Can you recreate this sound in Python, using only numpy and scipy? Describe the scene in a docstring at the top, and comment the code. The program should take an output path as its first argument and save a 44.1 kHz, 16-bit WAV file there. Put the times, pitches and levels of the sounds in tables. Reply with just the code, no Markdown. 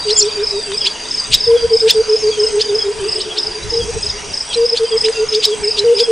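"""In the bush, a coucal (a large cuckoo) on a stump hoots in quick falling runs, and others answer.
The hoots are almost pure tones from a swollen throat. Crickets rub their wings to chirp near 5 kHz,
and higher insects trill and buzz. Small birds throw in thin whistles and sharp chips, the chips sung
with both sides of the voice box at once. Everything scatters off trunks and leaves, over a soft hush.
Two soft gusts rumble on the microphone; the loudest chips overload it."""
import sys
import numpy as np
from scipy import signal
from scipy.io import wavfile
from scipy.ndimage import uniform_filter1d, map_coordinates

SR = 44100
rng = np.random.default_rng(int(sys.argv[2]) if len(sys.argv) > 2 else 0)


def wrap_up_sound(samples):
    """Save the sound to the file named by the first command line argument, as 16-bit audio."""
    columns = np.atleast_2d(samples).T
    # keep every value between -1 and 1, then stretch to whole-number steps
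    tamed = np.clip(columns, -1, 1)
    steps = np.round(tamed * 32767).astype(np.int16)
    wavfile.write(sys.argv[1], SR, steps)


N = 269451
TIME = np.arange(N) / SR

# runs of the near coucals: (start [s], cut-off time [s], level [dB], pitch of first falling hoot [Hz])
NEAR_RUNS = [(-.856, .906, -7, 445), (1.464, 3.24, -3.6, 446), (3.712, 3.99, -13.5, 444),
             (4.554, 6.03, -7.3, 448), (5.835, 6.15, -4.2, 449)]
# the long and the short hoot that open a run: (delay [s], length [s], extra level [dB])
OPENING_HOOTS = [(0, .117, 1), (.158, .05, -.5)]
# runs of farther coucals:
# (first hoot [s], last hoot [s], step [s], first pitch [Hz], last pitch [Hz],
#  first level [dB], last level [dB])
FAR_RUNS = [(0.146, 1.391, .125, 454, 421.5, -40, -34), (2.45, 4.22, .099, 445, 403, -20.5, -27),
            (3.02, 3.92, .112, 358, 326, -24.5, -35)]
# chirps of the nearest cricket: (time [s], level [dB])
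NEAR_CHIRPS = [(.133, -8), (.442, -10), (.781, -10), (1.115, -11), (1.41, -8.5), (1.74, -7.5), (2.099, -10),
               (2.404, -8.5), (2.756, -9.5), (3.095, -11), (3.401, -11), (3.706, -11), (4.034, -11),
               (4.343, -11.5), (4.664, -8), (4.979, -7.5), (5.294, -11), (5.646, -10), (5.972, -10.5)]
# bouts of a farther cricket:
# (first chirp [s], last chirp [s], step [s], pitch [Hz], first level [dB], last level [dB])
CHIRP_BOUTS = [(.01, .84, .275, 4730, -17, -21), (1.16, 2.24, .27, 4790, -24, -16.5),
               (2.62, 3.48, .43, 4800, -18, -20), (3.76, 4.307, .275, 4880, -24, -24),
               (4.58, 5.955, .275, 4890, -19, -16.5)]
# two-voiced bird chips:
# (time [s], level [dB], top of low voice [Hz], top of high voice [Hz],
#  high voice gain [dB], rasp gain [dB])
BIRD_CHIPS = [(.111, -9.5, 4250, 5650, -4, -5.5), (.874, -9.5, 3450, 4630, -1, -3),
              (1.348, -3, 3900, 5400, 0, 0), (1.909, -6, 3600, 5280, 3, 1), (2.62, -18.5, 3600, 5240, 9, 5),
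              (3.219, -19.5, 3950, 5360, 7, -3), (3.388, -15, 3750, 5420, 5, -11),
              (4.546, -12, 4150, 5600, -5, -10), (4.78, -18.5, 3650, 4765, 5, 4),
              (5.064, -20.5, 3000, 4070, 5, 5), (5.354, -19, 3750, 4960, 6, 3),
              (5.454, -8, 3950, 5350, 3, 1.5), (5.795, -8.5, 4100, 5280, -2, -5),
              (6.007, -16, 3550, 5125, 7, 4)]
# the path of one loud, swooping whistle: (time [s], pitch [Hz])
SWOOP_PATH = [(.16, 6220), (.178, 7250), (.2, 7300), (.212, 4500), (.219, 4130), (.232, 5850), (.239, 5360)]
# a far bird's drooping peeps: (start [s])
PEEP_STARTS = [.148, .795, 1.545, 2.305, 2.785, 3.29, 3.79, 4.487, 4.902, 5.502, 6.015]
# another far bird's quick falling notes: (start [s])
FALLING_STARTS = [.238, .296, .715, 1.44, 2.68, 4.08]
# its quick rising notes: (start [s])
RISING_STARTS = [.38, 1.04, 1.235, 1.375, 1.78]
# single far whistles: (start [s], length [s], first pitch [Hz], last pitch [Hz], level [dB])
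FAR_WHISTLES = [(.45, .23, 4100, 3350, -30), (2.166, .083, 6830, 5800, -28),
                (2.17, .098, 5490, 4910, -21.5), (5.118, .1, 2770, 2660, -24.5),
                (5.092, .22, 1386, 1470, -38), (5.612, .06, 2500, 1940, -29.5)]
# where each swell of the 8 kHz insect stops short: (time [s])
SWELL_ENDS = [.267, .787, 1.357, 1.984, 2.571, 3.199, 4.062, 4.579, 5.103, 5.698, 6.25]
# bouts of the fast 6 kHz trill: (start [s], end [s], level in the middle [dB])
TRILL_BOUTS = [(-.3, .4, -35), (.88, 1.45, -27.5), (2.0, 2.85, -27.5), (3.55, 4.4, -28.5),
               (4.97, 5.62, -28.5), (5.65, 6.3, -38)]
# loudness of the far cricket chorus: (time [s], level [dB])
CHORUS_LEVELS = [(0, -24.5), (.9, -31), (1.5, -27), (2.3, -37), (4.2, -36), (6.11, -40.5)]
# dry ticks in the bush: (time [s], level [dB])
DRY_TICKS = [(.718, -17), (5.084, -17)]
# puffs of wind, four to a gust: (time [s], level [dB], half length [s])
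WIND_PUFFS = [(1.33, -28.5, .04), (1.49, -33, .07), (1.65, -27.5, .04), (1.79, -35, .06), (3.67, -24, .045),
              (3.82, -27.5, .07), (3.96, -24, .04), (4.1, -28.5, .06)]
# tone colour of wind on the microphone: (frequency [Hz], relative level [dB])
RUMBLE_SPECTRUM = [(20, -16), (38, -7), (55, 0.5), (85, -6.5), (125, -7.5), (200, -15.5), (400, -43),
                   (2000, -32), (4000, -62)]
# tone colour of the background hush: (frequency [Hz], relative level [dB])
HUSH_SPECTRUM = [(25, 1), (55, 0.5), (120, -2.5), (250, -3.5), (600, -4), (900, -4.5), (1200, -7),
                 (2000, -7), (2600, -5), (3100, -5.3), (4500, -11), (5600, -6), (7200, -13.5), (10000, -16)]
# how alike the noise is on the left and right: (frequency [Hz], likeness [0 to 1])
STEREO_LIKENESS = [(30, 1), (70, 0.75), (160, 0.19), (600, 0.8), (1500, .85), (3000, 0.82), (6000, 1)]


def near_coucals():
    """The near birds all sing the same run of hoots, some breaking off early."""
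    out = np.zeros(N)
    for run in NEAR_RUNS:
        for start, length, db, hz in hoot_run(*run):
            add(out, start, hoot(length, db, hz))
    return out


def hoot_run(start, end, db, hz, quick_step_s=.112, slow_step_s=.160, sag_hz=6.2, fade_db=.85):
    """Plans a run: two higher hoots, then each slower, lower and weaker until the bird is out of air."""
    hoots = [(start + delay, length, db + extra, hz * 1.036) for delay, length, extra in OPENING_HOOTS]
    age = .238  # seconds into the run
    for k in range(11):
        step = slow_step_s + (quick_step_s - slow_step_s) * np.exp(-k / 2.85)
        length = min(.655 * step, end - start - age)
        breathless_db = 13 * np.exp((age - 1.68) / .175)
        if length > .01:
            hoots.append((start + age, length, db - fade_db * k - breathless_db, hz - sag_hz * k))
        age += step
    return hoots


def hoot(length, db, hz, top_hz=495, rise_s=.033, fall_s=.025):
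    """An almost pure tone from the swollen throat: it dips to hz and lifts again as it grows louder."""
    t = np.arange(0, length, 1 / SR)
    progress = t / length
    pitch = hz + .6 * (top_hz - hz) * (2 * (progress - .432)) ** 2
    voice = tone(pitch * (1 + .004 * wobble(t, 120)))
    octave = amp(-38) * voice ** 2  # squaring a tone doubles its pitch
    fade_in = np.sin(np.pi / 2 * np.minimum(t / rise_s, 1))
    fade_out = np.sin(np.pi / 2 * np.minimum((length - t) / fall_s, 1)) ** 2
    swell_db = 5 * np.minimum(progress - .65, 0)
    return amp(db + swell_db) * fade_in * fade_out * (voice + octave).real


def far_coucals(hoot_s=.0684):
    """Farther birds answer with even runs of short hoots that sink in pitch."""
    out = np.zeros(N)
    for first, last, step, hz0, hz1, db0, db1 in FAR_RUNS:
        count = round((last - first) / step) + 1
        for start, db, hz in np.linspace((first, db0, hz0), (last, db1, hz1), count):
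            add(out, start, hoot(hoot_s, db, hz))
    return out


def crickets(near_hz=5140, drift=.005, half_stroke_s=.02):
    """One close cricket with sharply ringing wings, and a softer one that chirps in even bouts."""
    out = np.zeros(N)
    for time, db in NEAR_CHIRPS:
        hz = near_hz * (1 + drift * rng.normal())
        strokes = chirp(hz, db, slide=.095, width_hz=90, scrape_db=-21, early_s=.003)
        add(out, time - half_stroke_s, strokes)
    for first, last, step, bout_hz, db0, db1 in CHIRP_BOUTS:
        count = round((last - first) / step) + 1
        for time, db in np.linspace((first, db0), (last, db1), count):
            hz = bout_hz * (1 + drift * rng.normal())
            strokes = chirp(hz, db, slide=.065, width_hz=200, scrape_db=-22, early_s=.002)
            add(out, time - half_stroke_s, strokes)
    return out


def chirp(hz, db, slide, width_hz, scrape_db, early_s, cycles_apart=176, growth_db=.4):
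    """Three wing strokes: each slows, flares as it passes the wing's own pitch and leaves it ringing."""
    t = np.arange(-.02, .025, 1 / SR)
    resonance = np.exp((2j * np.pi * hz - np.pi * width_hz) / SR)  # narrower rings longer
    out = np.zeros(SR // 6)
    for k in range(3):
        scrape = tone(hz * (1 - slide * (t + early_s) / .02 + .003 * wobble(t, 300)))
        scrape *= np.hanning(len(t)) * (1 + .25 * wobble(t, 450))
        ring = signal.lfilter([1 - abs(resonance)], [1, -resonance], scrape)
        wing = ring + amp(scrape_db) * scrape
        add(out, k * cycles_apart / hz, amp(db + growth_db * k) * wing.real / abs(wing).max())
    return out


def near_birds(catch_lead_s=.018):
    """Sharp, raspy chips: the voice catches in a weak, lower sweep just before the full one."""
    out, t = np.zeros(N), np.arange(-.05, .03, 1 / SR)
    for time, db, low_hz, high_hz, high_db, rasp_db in BIRD_CHIPS:
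        catch = voice_box(t + catch_lead_s, .9 * low_hz, .9 * high_hz, high_db=0)
        rasp = band_noise(t, 2600, 7500) * np.exp(-((t + .006) / .018) ** 2)
        hoarseness = amp(-12) * catch + amp(-11.5) * rasp
        chip = voice_box(t, low_hz, high_hz, high_db) + amp(rasp_db) * hoarseness
        add(out, time + t[0], amp(db) * chip)
    return out


def voice_box(t, low_hz, high_hz, high_db, sweep_s=.024, rise_s=.0065, fall_s=.008):
    """Both sides of a bird's voice box sweep up, hoarse at first and clean at the top, near t = 0."""
    def swell(t):
        return np.where(t < 0, np.exp(1 - np.hypot(1, t / rise_s)), np.exp(-(t / fall_s) ** 2))

    glide = 1 - .36 * (1 - np.exp(-(1.6 * (t - .004) / sweep_s) ** 2))
    hoarse = np.clip(-t / sweep_s + .15, .05, 1)
    low, high = (tone(hz * glide * (1 + .022 * hoarse * wobble(t, 1500))) for hz in (low_hz, high_hz))
    low_voice = swell(t) * (low + amp(-18) * low ** 2).real
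    high_voice = amp(high_db) * swell(t + .0018) * high.real
    flicker = np.exp(.25 * wobble(t, 330))
    # while hoarse, the two sides pulse at half their pitch gap, adding tones between and beside them
    beating = 1 + .9 * hoarse * tone((high_hz - low_hz) / 2 * glide).real
    return (low_voice + high_voice) * flicker * beating


def swoop(db=-5.5, rise_s=.026, fall_s=.008, echo_s=.005):
    """One loud, slightly rough whistle arches, dives and flicks up again, with a close echo."""
    out, (times, hz) = np.zeros(N), np.transpose(SWOOP_PATH)
    start, end = times[0], times[-1]
    t = np.arange(start, end, 1 / SR)
    pitch = uniform_filter1d(np.interp(t, times, hz), size=150)
    dive_db = -4 * (hz.max() - pitch) / np.ptp(hz)  # the voice weakens as it dives
    fades = np.minimum((t - start) / rise_s, 1) * np.minimum((end - t) / fall_s, 1)
    loudness = fades * amp(db + dive_db) * (1 + .2 * wobble(t, 500))
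    voice = loudness * tone(pitch * (1 + .009 * wobble(t, 980))).real
    add(out, start, voice)
    add(out, start + echo_s, amp(-11) * voice)
    return out


def far_birds(twitter_db=-35.5):
    """Repeated peeps, quick sliding notes and single whistles, over a faint twitter."""
    out = np.zeros(N)
    for start in PEEP_STARTS:
        add(out, start, note(length=.058, first_hz=3420, last_hz=3120, db=-21.5))
    for start in FALLING_STARTS:
        add(out, start, note(length=.037, first_hz=4030, last_hz=3100, db=-25.5))
    for start in RISING_STARTS:
        add(out, start, note(length=.04, first_hz=3400, last_hz=4200, db=-28))
    for start, *shape in FAR_WHISTLES:
        add(out, start, note(*shape))
    for when, length, pitch, slide, size in rng.random((60, 5)):
        hz = 2400 + 1700 * pitch
        twitter = note(.025 + .03 * length, hz, hz * (.7 + .55 * slide), twitter_db + 9 * size, .008)
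        add(out, when ** 1.5 * N / SR, twitter)  # the twitter thins out with time
    return out


def high_insects(swell_s=.33, pair_step_s=.0362, pair_gap_s=.009, trill_step_s=.0168):
    """A thin, steady whine, plus tiny falling scrapes: some in swelling pairs, some in a fast trill."""
    out = amp(-43) * wobble(TIME, 260) * tone(np.full(N, 8350)).real  # the whine
    for end in SWELL_ENDS:
        for time_left in np.arange(2 * pair_gap_s, swell_s, pair_step_s):
            level = -23 - 13 * (time_left / swell_s) ** 2
            for delay in (0, pair_gap_s):
                scrape = note(.008, 8400, 7800, level + rng.normal(0, 1.5), waver=.02, wavers_per_s=1200)
                add(out, end - time_left + delay + rng.normal(0, .00034), scrape)
    for start, end, db in TRILL_BOUTS:
        for time in np.arange(start, end, trill_step_s):
            from_middle = 2 * (time - start) / (end - start) - 1
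            level = db - 9 * from_middle ** 2 + rng.normal(0, .67)
            onset = time + rng.normal(0, .0015)
            add(out, onset, note(.013, 6800, 5750, level, waver=.035, wavers_per_s=1200))
    return out


def insect_buzz(start_s=3.15):
    """A faint, grainy buzz swells, creeps up in pitch and fades."""
    out = np.zeros(N)
    add(out, start_s, note(length=2, first_hz=5550, last_hz=5900, db=-35, waver=.007))
    return out * wobble(TIME, 200)


def cricket_chorus(hz=4770, width_hz=330):
    """Many far crickets blur into one throbbing ring."""
    blur = wobble(TIME, width_hz) + 1j * wobble(TIME, width_hz)
    ring = (blur * tone(np.full(N, hz))).real
    throb = np.exp(.71 * wobble(TIME, 55))
    return amp(np.interp(TIME, *np.transpose(CHORUS_LEVELS))) * unit_level(ring * throb)


def ticks(decay_s=.003):
    """Dry snaps: bursts of noise that die away at once."""
    out, t = np.zeros(N), np.arange(SR // 30) / SR
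    for time, db in DRY_TICKS:
        add(out, time, amp(db) * np.exp(-t / decay_s) * band_noise(t, 1000, 3800))
    return out


def far_cooing(db=-44.5, hz=960):
    """Very distant birds merge into a faint, pulsing coo."""
    coo = wobble(TIME, 70) * tone(hz * (1 + .035 * wobble(TIME, 9))).real
    throb = np.exp(.27 * wobble(TIME, 11))
    return amp(db) * unit_level(coo * throb)


def gusts():
    """Puffs of wind on the microphone swell and die as a low rumble."""
    loudness = sum(amp(db) * np.exp(-((TIME - time) / half) ** 2) for time, db, half in WIND_PUFFS)
    return loudness * air_noise(RUMBLE_SPECTRUM, patchy_db=-1.5)


def air_noise(spectrum, patchy_db):
    """Rushing noise with drifting louder and softer patches, partly alike on the left and right."""
    frames, hz = N // 512 + 5, np.fft.rfftfreq(2048, 1 / SR)
    a, b, c, d, patches = rng.standard_normal((5, frames, len(hz)))
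    patches = uniform_filter1d(patches, size=7, axis=0)  # smooth over time
    patches = unit_level(uniform_filter1d(patches, size=16, axis=1))  # and over frequency
    likeness = value_at(STEREO_LIKENESS, hz)
    left = a + 1j * b
    right = likeness * left + np.sqrt(1 - likeness ** 2) * (c + 1j * d)
    spectra = np.array([left, right]) * amp(value_at(spectrum, hz) + patchy_db * patches)
    _, noise = signal.istft(spectra.swapaxes(1, 2), nperseg=2048, noverlap=1536)
    return unit_level(noise[:, :N])


def thicket(sound, echo_db, decay_s, spread=.2):
    """A sound plus its echoes off trunks and leaves, which fade by 60 dB in decay_s."""
    t = np.arange(SR * 3 // 4) / SR
    signs = rng.choice([-1., 1.], (2, len(t)))
    arrivals = (rng.random((2, len(t))) < 1 / 20) & (t > .006)
    echoes = signs * arrivals * amp(-60 * t / decay_s)
    middle, side = signal.fftconvolve(sound[None], echoes / np.linalg.norm(echoes[0]), axes=1)[:, :N]
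    return sound + amp(echo_db) * np.array([middle + spread * side, middle - spread * side])


def note(length, first_hz, last_hz, db, waver=.009, wavers_per_s=250):
    """A wavering whistle with soft ends that slides faster and faster in pitch."""
    t = np.arange(0, length, 1 / SR)
    glide = first_hz * (last_hz / first_hz) ** ((t / length) ** 1.4)
    pitch = glide * (1 + waver * wobble(t, wavers_per_s))
    return amp(db) * np.sin(np.pi * t / length) ** 2 * tone(pitch).real


def tone(hz):
    """A tone that follows a pitch curve, as complex numbers; .real gives the sound wave."""
    return np.exp(2j * np.pi * (np.cumsum(hz) / SR + rng.random()))


def wobble(t, per_s):
    """A smooth random curve of size about 1, passing through per_s random values a second."""
    return map_coordinates(rng.standard_normal(4096), [(t - t[0]) * per_s], order=3, mode="wrap")


def band_noise(t, low_hz, high_hz):
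    """Hiss between two frequencies."""
    band = signal.butter(2, [low_hz, high_hz], "band", fs=SR, output="sos")
    return unit_level(signal.sosfilt(band, rng.standard_normal(len(t))))


def lowpass(sound, hz):
    """Cuts away the treble above hz in both channels."""
    return signal.oaconvolve(sound, signal.firwin(401, hz, window=("kaiser", 9), fs=SR)[None], "same")


def amp(db):
    """Turns decibels into a number to multiply by."""
    return 10 ** (np.asarray(db) / 20)


def unit_level(x):
    """Scales a signal to an average (rms) level of 1."""
    return x / np.sqrt(np.mean(x ** 2) + 1e-20)


def value_at(table, hz):
    """Reads between the rows of a table, on a log-frequency scale."""
    table_hz, values = np.transpose(table)
    return np.interp(np.log(hz + 1), np.log(table_hz + 1), values)


def add(mix, start_s, sound):
    """Mixes a sound in at start_s, dropping whatever sticks out at either end."""
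    at = int(round(start_s * SR))
    sound = sound[max(-at, 0):]
    part = mix[max(at, 0):][:len(sound)]
    part += sound[:len(part)]


def scene():
    """Birds and insects in the thicket, over the gusts and the hush of the bush."""
    hoots = thicket(near_coucals(), echo_db=-18.5, decay_s=.88, spread=.8)
    hoots += thicket(far_coucals() + far_cooing(), echo_db=-8.5, decay_s=.98, spread=.7)
    birds = thicket(near_birds() + swoop() + ticks(), echo_db=-16, decay_s=.17)
    birds += thicket(far_birds(), echo_db=-7, decay_s=.35)
    insects = thicket(crickets(), echo_db=-10, decay_s=.31)
    insects += thicket(high_insects() + insect_buzz() + cricket_chorus(), echo_db=-5, decay_s=.2)
    return hoots + birds + insects + gusts() + amp(-29) * air_noise(HUSH_SPECTRUM, patchy_db=2.5)


def record(dry):
    """The microphone misses the highest treble and overloads on peaks; the very top is then cut off."""
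    picked_up = lowpass(dry, hz=10350)
    overloaded = np.clip(picked_up, -1, 1)
    return lowpass(overloaded, hz=15700)


dry = scene()
out = record(dry)
wrap_up_sound(out)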